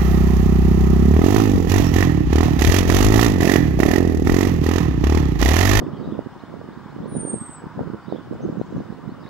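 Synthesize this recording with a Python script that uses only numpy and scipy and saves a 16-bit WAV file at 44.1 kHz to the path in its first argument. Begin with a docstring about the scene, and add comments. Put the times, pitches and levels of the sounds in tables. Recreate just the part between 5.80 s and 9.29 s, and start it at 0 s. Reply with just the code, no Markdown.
"""From the start, gusts buffet two microphone ports, one small swirl of air (an eddy) at a time.
Other birds chirp and warble faintly over a soft hiss and a far roar like traffic.
At about 1.3 seconds a blackbird in a tree gives one thin, falling alarm whistle.
As it ends, a rush like far tyres swells, then fades. A high, buzzy trill follows at 2.5 seconds,
and the wind and the far birds carry on to the end."""
import sys
import numpy as np
from scipy import signal
from scipy.fft import rfft, irfft, next_fast_len
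from scipy.io import wavfile
from scipy.ndimage import uniform_filter1d

SR = 44100
rng = np.random.default_rng(int(sys.argv[2]) if len(sys.argv) > 2 else 0)


def pcm_store(signal):
    """Save signal as 16-bit PCM."""
    levels = np.round(np.clip(np.atleast_2d(signal), -1, 1) * 32767)
    wavfile.write(sys.argv[1], SR, levels.astype(np.int16).T)


N = 153909
T = np.arange(N) / SR

# The whistle's falling pitch. Each row: time in seconds, pitch in Hz.
WHISTLE_PITCH = [(1.274, 9600), (1.29, 9450), (1.305, 9200), (1.345, 9140), (1.44, 8820), (1.51, 8650),
                 (1.59, 8470), (1.615, 8290), (1.655, 8320), (1.70, 8180), (1.75, 8080), (1.79, 7960),
                 (1.82, 7900)]
# How the whistle swells and fades. Each row: time in seconds, level in dB.
WHISTLE_LEVEL = [(1.277, -61), (1.299, -52.5), (1.339, -49), (1.371, -34.5), (1.387, -42), (1.407, -32),
                 (1.439, -39), (1.499, -29.5), (1.527, -36), (1.543, -29.5), (1.563, -37.5), (1.689, -44.5),
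                 (1.741, -43), (1.79, -50.5), (1.825, -64)]
# Echoes off near branches and a farther trunk. Each row: delay in seconds, left and right gain in dB.
BRANCH_ECHOES = [(.0047, -31, -22), (0.013, -17.5, -32), (.052, -20.5, -23.5), (.13, -31.5, -31)]
# The wind's strength at each port. Each row: time in seconds, left and right level in dB.
WIND_STRENGTH = [(0.0, -23, -25.5), (0.06, -29.5, -29), (0.16, -38, -30.5), (0.28, -33, -32.0),
                 (0.37, -34.5, -29.5), (0.45, -43.5, -40), (0.53, -41, -45), (0.66, -50.5, -42),
                 (0.75, -40, -34.5), (0.86, -42.0, -36.5), (0.92, -40.5, -38), (1.12, -46, -43),
                 (1.22, -32, -30.5), (1.3, -36, -33), (1.38, -31, -29), (1.55, -43.5, -29),
                 (1.66, -46.5, -41.5), (1.75, -49, -43), (1.83, -39, -35.5), (1.93, -52, -38.5),
                 (2.01, -26, -31.5), (2.08, -48, -37.5), (2.14, -33, -29.5), (2.21, -51.5, -50),
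                 (2.34, -44.5, -28.5), (2.46, -43.5, -43.5), (2.53, -28.5, -30.5), (2.59, -38.5, -34),
                 (2.66, -27, -27.5), (2.79, -40, -34), (2.86, -41.0, -37), (2.97, -31.5, -29.5),
                 (3.08, -43, -34.5), (3.2, -45.5, -36.5), (3.3, -41, -36.5), (3.49, -44.5, -38.5)]
# Single eddies that stand out as soft knocks or short flutters. Each row: time in seconds,
# port (0 left, 1 right), level in dB, pitch in Hz, how long it swings in radians.
BUFFETS = [(0.005,1,-18.5,255,3), (0.013,0,-17.5,406,4.5), (0.068,1,-15,328,3.9), (0.089,1,-18,190,0.91),
           (0.137,1,-18.5,161,3.2), (0.202,1,-19.5,187,2.6), (0.214,1,-19,260,2.5),
           (0.277,0,-14.5,150,0.82), (0.289,1,-18.5,177,2), (0.324,1,-13,249,1.9), (0.337,1,-24.5,210,8.9),
           (0.352,1,-19.5,280,1.7), (0.392,1,-8.5,324,1.19), (0.463,1,-19,250,1.34), (0.471,1,-19,206,1.53),
           (0.564,0,-27.5,247,1.7), (0.638,1,-22,222,1.13), (0.741,1,-21.5,378,1.6), (0.815,1,-22,364,1.3),
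           (0.843,1,-29,230,2), (0.889,1,-22,222,1.15), (0.976,1,-24,214,2), (1.062,1,-24.5,170,1),
           (1.165,1,-20,259,1.9), (1.205,0,-19.5,150,1.3), (1.243,1,-26,445,2), (1.26,1,-17,422,2.7),
           (1.323,1,-18.5,178,2.3), (1.353,1,-14.5,310,1.2), (1.368,1,-14.5,242,2.2),
           (1.373,0,-17.5,188,2.1), (1.433,1,-16,288,2), (1.452,1,-12,189,0.72), (1.485,1,-24,250,2.8),
           (1.537,1,-16.5,230,4.2), (1.542,0,-11.5,200,0.77), (1.616,1,-20,197,3.2),
           (1.624,0,-22.5,253,2.5), (1.695,1,-23.5,240,2.1), (1.841,1,-22,201,1), (1.869,0,-20.5,160,1.4),
           (1.977,0,-19,210,2.4), (1.993,1,-12,594,2.2), (1.998,0,-22,253,3.2), (2.008,1,-15.5,400,1.5),
           (2.034,1,-20.5,444,1.9), (2.074,1,-22.5,317,1.5), (2.102,1,-16,231,1.64), (2.137,1,-16,170,1),
           (2.146,1,-15.5,220,1.1), (2.284,1,-20.5,240,1.56), (2.325,1,-8.5,280,0.8), (2.335,0,-17,350,3.6),
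           (2.349,1,-17,300,1.6), (2.361,1,-20,480,2.5), (2.514,1,-16,272,2.9), (2.527,1,-16.5,383,3.1),
           (2.535,1,-22,450,1.7), (2.553,0,-24.5,400,1.3), (2.607,1,-20.5,440,1.9), (2.652,0,-21,310,9.7),
           (2.654,1,-13.5,343,7.1), (2.661,1,-20,200,5.2), (2.691,1,-15,396,3.1), (2.701,0,-16,189,1.1),
           (2.773,1,-16.5,257,1.9), (2.783,1,-15.5,179,2.6), (2.798,1,-14.5,270,1.4), (2.807,1,-21,188,3),
           (2.815,0,-8.5,206,0.76), (2.926,1,-20.5,383,3.3), (2.949,1,-20.5,240,3.5), (2.966,0,-15,145,2.6),
           (2.982,1,-17,235,3.3), (3.009,0,-17.5,220,1.6), (3.105,1,-17.5,180,2.2), (3.126,1,-19.5,260,1.8),
           (3.24,1,-23,189,1.9), (3.279,1,-17.5,161,2.3), (3.293,1,-19.5,266,2.4), (3.324,0,-21.5,190,2),
           (3.455,1,-22,170,1.1)]
# How long the small eddies swing, in radians: first the blunt kind, then the fluttering kind.
EDDY_SWINGS = [1.38, 2.13]
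# Clean, rising chirps. Each row: start and length in seconds, first, middle and last pitch in Hz,
# level in dB.
CHIRPS = [(.025, 0.05, 3150, 3520, 3600, -58), (.166, 0.026, 3900, 4550, 5000, -59),
          (.51, 0.034, 2850, 3080, 3620, -60), (.592, 0.024, 3400, 4080, 4350, -55),
          (.642, 0.028, 2870, 3250, 3700, -58), (.775, 0.04, 3600, 4320, 4950, -66),
          (.905, 0.045, 3050, 3860, 4900, -61.5), (1.075, 0.058, 3060, 3900, 4780, -60.5),
          (1.22, 0.05, 3040, 3700, 4760, -59), (2.51, .04, 3550, 3950, 4500, -66),
          (2.61, 0.048, 5700, 6250, 6250, -55.5), (2.8, 0.047, 3500, 4050, 4530, -61),
          (2.89, 0.045, 3430, 3900, 4200, -65), (2.96, .055, 3550, 4180, 4700, -65),
          (3.105, 0.055, 3450, 4000, 4620, -62), (3.278, .052, 3550, 4220, 4600, -59.5)]
# Warbled notes, many of them small arches in pitch. Each row reads like a row of CHIRPS.
WARBLES = [(.124, 0.035, 2860, 3130, 3230, -54), (.152, 0.029, 2970, 3170, 2750, -52.5),
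           (.198, 0.021, 5020, 4770, 4300, -58), (.222, 0.048, 3730, 3800, 4000, -54),
           (.252, 0.025, 4200, 4650, 4650, -60), (.278, 0.022, 4230, 3850, 3700, -57),
           (.306, 0.039, 2780, 3600, 3150, -53), (.338, 0.021, 3050, 2670, 2550, -56),
           (1.3, 0.091, 3700, 3910, 3030, -58.5), (2.218, 0.053, 4350, 4800, 4360, -61.5),
           (2.258, 0.025, 3510, 3700, 3750, -56), (2.284, 0.035, 3470, 3910, 3700, -54),
           (2.308, 0.047, 3560, 3700, 3430, -54), (2.312, 0.023, 4300, 4500, 4270, -56),
           (2.354, 0.031, 2980, 3450, 2750, -50), (2.385, .025, 3050, 2640, 2200, -65),
           (3.398, 0.045, 4380, 5000, 4350, -59), (3.432, .03, 3930, 3780, 3700, -53.5),
           (3.466, 0.024, 3670, 4000, 4900, -50.5)]
# The falling notes of a high, buzzy trill. Each row reads like a row of CHIRPS.
TRILL = [(2.52, 0.045, 8000, 7560, 7200, -68), (2.7, .06, 7700, 7400, 7100, -71),
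         (2.78, 0.033, 7000, 6500, 5970, -62), (2.85, 0.03, 7200, 6600, 5900, -64),
         (2.9, .04, 7000, 6320, 5860, -65), (2.96, 0.035, 6700, 6350, 5800, -64)]
# Faint ticks, perhaps of twigs. Each row: start in seconds, pitch in Hz, level in dB.
TICKS = [(0.066, 2320, -39), (3.463, 1890, -34)]
# The tone colour of the roar, the brighter rush and the hiss.
# Each row: frequency in Hz, relative strength in dB.
ROAR_COLOUR = [(20, -54), (60, 3), (150, 0), (400, -9), (700, -3.5), (950, 1), (1150, -1.5), (1450, -6),
               (1900, -12.5), (2500, -25.5), (4000, -39.5), (8000, -68)]
RUSH_COLOUR = [(300, -49), (650, -22.5), (1000, 1.5), (1450, 2.5), (1800, -9.5), (2600, -32), (5000, -70)]
HISS_COLOUR = [(200, 0.5), (1500, 3.5), (2500, -0.5), (2800, 0), (3020, 3.5), (3300, -3.5), (3600, 3),
               (3900, -5), (4250, -3), (4900, -4), (5180, -1), (5450, -8.5), (7500, -11.5), (10000, -18),
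               (14000, -22.5), (15500, -28)]
# How the roar and the rush rise and fall. Each row: time in seconds, level in dB.
ROAR_LEVEL = [(0, -44.5), (.9, -46.5), (1.4, -45.5), (1.95, -45), (2.5, -47), (3.49, -46.5)]
RUSH_LEVEL = [(0, -63), (1.3, -59.5), (1.75, -52), (2.2, -51.5), (2.7, -58.5), (3.49, -60)]


def blackbird(fade_s=.004, pitch_jitter=.001, tremble_db=1.6, leaf_shade_db=1, echo_db=-27):
    """One pure, falling tone with a slight tremble, bouncing off the branches."""
    hz = curve(WHISTLE_PITCH, T) * (1 + pitch_jitter * wander(250))
    start, end = WHISTLE_PITCH[0][0], WHISTLE_PITCH[-1][0] + fade_s
    fade = np.clip(np.minimum(T - start, end - T) / fade_s, 0, 1)
    level = amp(curve(WHISTLE_LEVEL, T) - 1 + tremble_db * wander(100))
    tone = np.sqrt(2) * fade * level * sine(hz)
    # Moving leaves shade each port differently; the right side is a little louder.
    leaves_db = leaf_shade_db * np.array([wander(34.8), wander(34.8)])
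    out = tone * amp(leaves_db + [[-.4], [.4]]) + amp(echo_db) * tree_echo(tone)
    for delay, *sides_db in BRANCH_ECHOES:
        for port, db in zip(out, sides_db):
            add(port, delay, amp(db) * tone)
    return out


def wind():
    """Each port meets its own stream of small eddies, plus single ones that stand out."""
    out = np.array([eddy_stream(curve(WIND_STRENGTH, T, column)) for column in (1, 2)])
    for time, side, db, hz, radians in BUFFETS:
        swing = amp(db) * eddy(hz, radians)
        add(out[side], time - len(swing) / 2 / SR, swing)
    return port_low_cut(out)


def eddy_stream(strength_db, typical_per_s=230, typical_hz=222, spread_db=4, puff_db=2):
    """Eddies come in puffs; stronger wind makes them hit harder and swing faster."""
    per_s = typical_per_s * np.exp(.5 * wander(typical_per_s))
    hits = np.diff(np.floor(np.cumsum(per_s) / SR), prepend=0)
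    pushes = hits * rng.choice([-1, 1], N) * amp(spread_db * np.clip(rng.standard_normal(N), -2, 2))
    octaves = .52 * np.clip(rng.standard_normal(N), -1.6, 1.8)
    octaves += .01 * (strength_db - np.mean(strength_db))
    # Each eddy gets one of 14 pitches and one of two shapes.
    pitches = np.geomspace(90, 620, 14)
    pitch_index = np.minimum(np.searchsorted(pitches, typical_hz * 2 ** octaves), len(pitches) - 1)
    shape_index = rng.integers(0, len(EDDY_SWINGS), N)
    flow = np.zeros(N)
    for k, hz in enumerate(pitches):
        for j, radians in enumerate(EDDY_SWINGS):
            chosen = pushes * (pitch_index == k) * (shape_index == j)
            flow += signal.oaconvolve(chosen, unit(eddy(hz, radians)) / np.sqrt(hz), "same")
    puffs = amp(puff_db * wander(27.6))
    return unit(flow * puffs) * amp(strength_db)


def eddy(hz, radians):
    """Pressure swings down, then up, as a swirl of air crosses a port; longer swings flutter."""
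    phase = 2 * np.pi * hz * np.arange(-882, 883) / SR  # 20 ms either side of the middle
    swing = np.sin(phase) * np.exp(-(phase / radians) ** 2 / 2)
    return swing / swing.max()


def port_low_cut(sound, edge_hz=114.3, damping=.51):
    """The ports drop the deepest rumble, with a slight hump just above the edge."""
    size = next_fast_len(N + SR // 10)
    ratio = np.fft.rfftfreq(size, 1 / SR) / edge_hz
    gain = ratio ** 2 / np.hypot(1 - ratio ** 2, 2 * damping * ratio)
    return irfft(rfft(sound, size) * gain, size)[:, :N]


def far_bird(notes, roughness, echo_db):
    """Short, wavering slides in pitch, blurred by the trees they pass through."""
    song, waver = np.zeros(N), wander(470)
    for start, length, first_hz, middle_hz, last_hz, db in notes:
        progress = np.arange(0, 1, 1 / (length * SR))
        arch = np.polyfit([0, .5, 1], [first_hz, middle_hz, last_hz], 2)
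        wobble = 1 + roughness * np.roll(waver, -round(start * SR))[:len(progress)]
        hz = np.polyval(arch, progress) * wobble
        swell = np.sqrt(np.sin(np.pi * progress) / 2)
        add(song, start, amp(db) * swell * sine(hz))
    return song + amp(echo_db) * tree_echo(song)


def ticks(decay_s=.0035, width_hz=330):
    """Small, dry ticks: each is a narrow band of noise that dies at once."""
    out, t = np.zeros(N), T[:SR // 10]
    for start, hz, db in TICKS:
        ring = wander(width_hz)[:len(t)] * np.sin(2 * np.pi * hz * t)
        add(out, start, amp(db) * ring * np.exp(-t / decay_s))
    return out


def tree_echo(sound, die_away_s=.45, build_up_s=.0055):
    """Leaves and trunks scatter a sound into a soft echo, different at each port."""
    t = T[:SR // 2]
    tail = rng.standard_normal((2, len(t))) * amp(-60 * t / die_away_s) * (1 - np.exp(-t / build_up_s))
    return signal.fftconvolve(sound[None], tail / np.linalg.norm(tail[0]), axes=1)[:, :N]


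def background(hiss_db=-58, whine_hz=15708):
    """A far roar like traffic, a passing rush, a soft hiss and a very faint electrical whine."""
    roar = coloured_noise(ROAR_COLOUR, alike=.97) * amp(curve(ROAR_LEVEL, T))
    rush = coloured_noise(RUSH_COLOUR, alike=.97) * amp(curve(RUSH_LEVEL, T))
    hiss = coloured_noise(HISS_COLOUR, alike=.26) * amp(hiss_db)
    whine = amp([[-72], [-81]]) * np.sqrt(2) * np.sin(2 * np.pi * whine_hz * T)
    return roar + rush + hiss + whine * [[-1], [1]]  # the whine swings opposite ways left and right


def coloured_noise(colour, alike, patchy_db=1.8):
    """Noise with drifting louder and softer patches; alike=1 makes left and right the same."""
    hz = np.fft.rfftfreq(1024, 1 / SR)
    a, b, c, d, patches = rng.standard_normal((N // 256 + 5, len(hz), 5)).T
    patches = uniform_filter1d(patches, size=3, axis=0)  # smooth across frequency
    patches = unit(uniform_filter1d(patches, size=24, axis=1))  # and across time
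    left = a + 1j * b
    right = alike * left + np.sqrt(1 - alike ** 2) * (c + 1j * d)
    colour_hz, colour_db = np.transpose(colour)
    db = np.interp(np.log(hz + 1), np.log(colour_hz), colour_db)[:, None] + patchy_db * patches
    _, noise = signal.istft(np.array([left, right]) * amp(db), nperseg=1024, noverlap=768)
    return unit(noise[:, :N])


def amp(db):
    """Turns decibels into a gain."""
    return 10 ** (np.asarray(db) / 20)


def unit(x):
    """Scales a signal to an average power of 1."""
    return x / np.sqrt(np.mean(x ** 2) + 1e-20)


def sine(hz):
    """A pure tone that follows a changing pitch."""
    return np.sin(2 * np.pi * np.cumsum(hz) / SR)


def curve(points, t, column=1):
    """Joins the points in one column of a table with straight lines."""
    table = np.array(points, float)
    return np.interp(t, table[:, 0], table[:, column])


def add(mix, start_s, sound):
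    """Mixes a sound in at a given time."""
    part = mix[max(0, round(start_s * SR)):][:len(sound)]
    part += sound[:len(part)]


def wander(hz):
    """Smooth random motion, up to about the given rate."""
    size = next_fast_len(N)
    smoothing = np.exp(-(np.fft.rfftfreq(size, 1 / SR) / hz) ** 2)
    return unit(irfft(rfft(rng.standard_normal(size)) * smoothing, size)[:N])


def scene():
    """Mixes the blackbird, its neighbours, the ticks, the wind and the background."""
    chirps = far_bird(CHIRPS, roughness=.02, echo_db=-4)
    warbles = far_bird(WARBLES, roughness=.034, echo_db=-3)
    trill = far_bird(TRILL, roughness=.078, echo_db=-.5)
    return blackbird() + chirps + warbles + trill + ticks() + wind() + background()


def record(dry, cutoff_hz=15900):
    """Cuts away the very highest treble."""
    low_pass = signal.firwin(1023, cutoff_hz, window=("kaiser", 9), fs=SR)
    return signal.oaconvolve(dry, low_pass[None], "same", axes=1)


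dry = scene()
out = record(dry)
pcm_store(out)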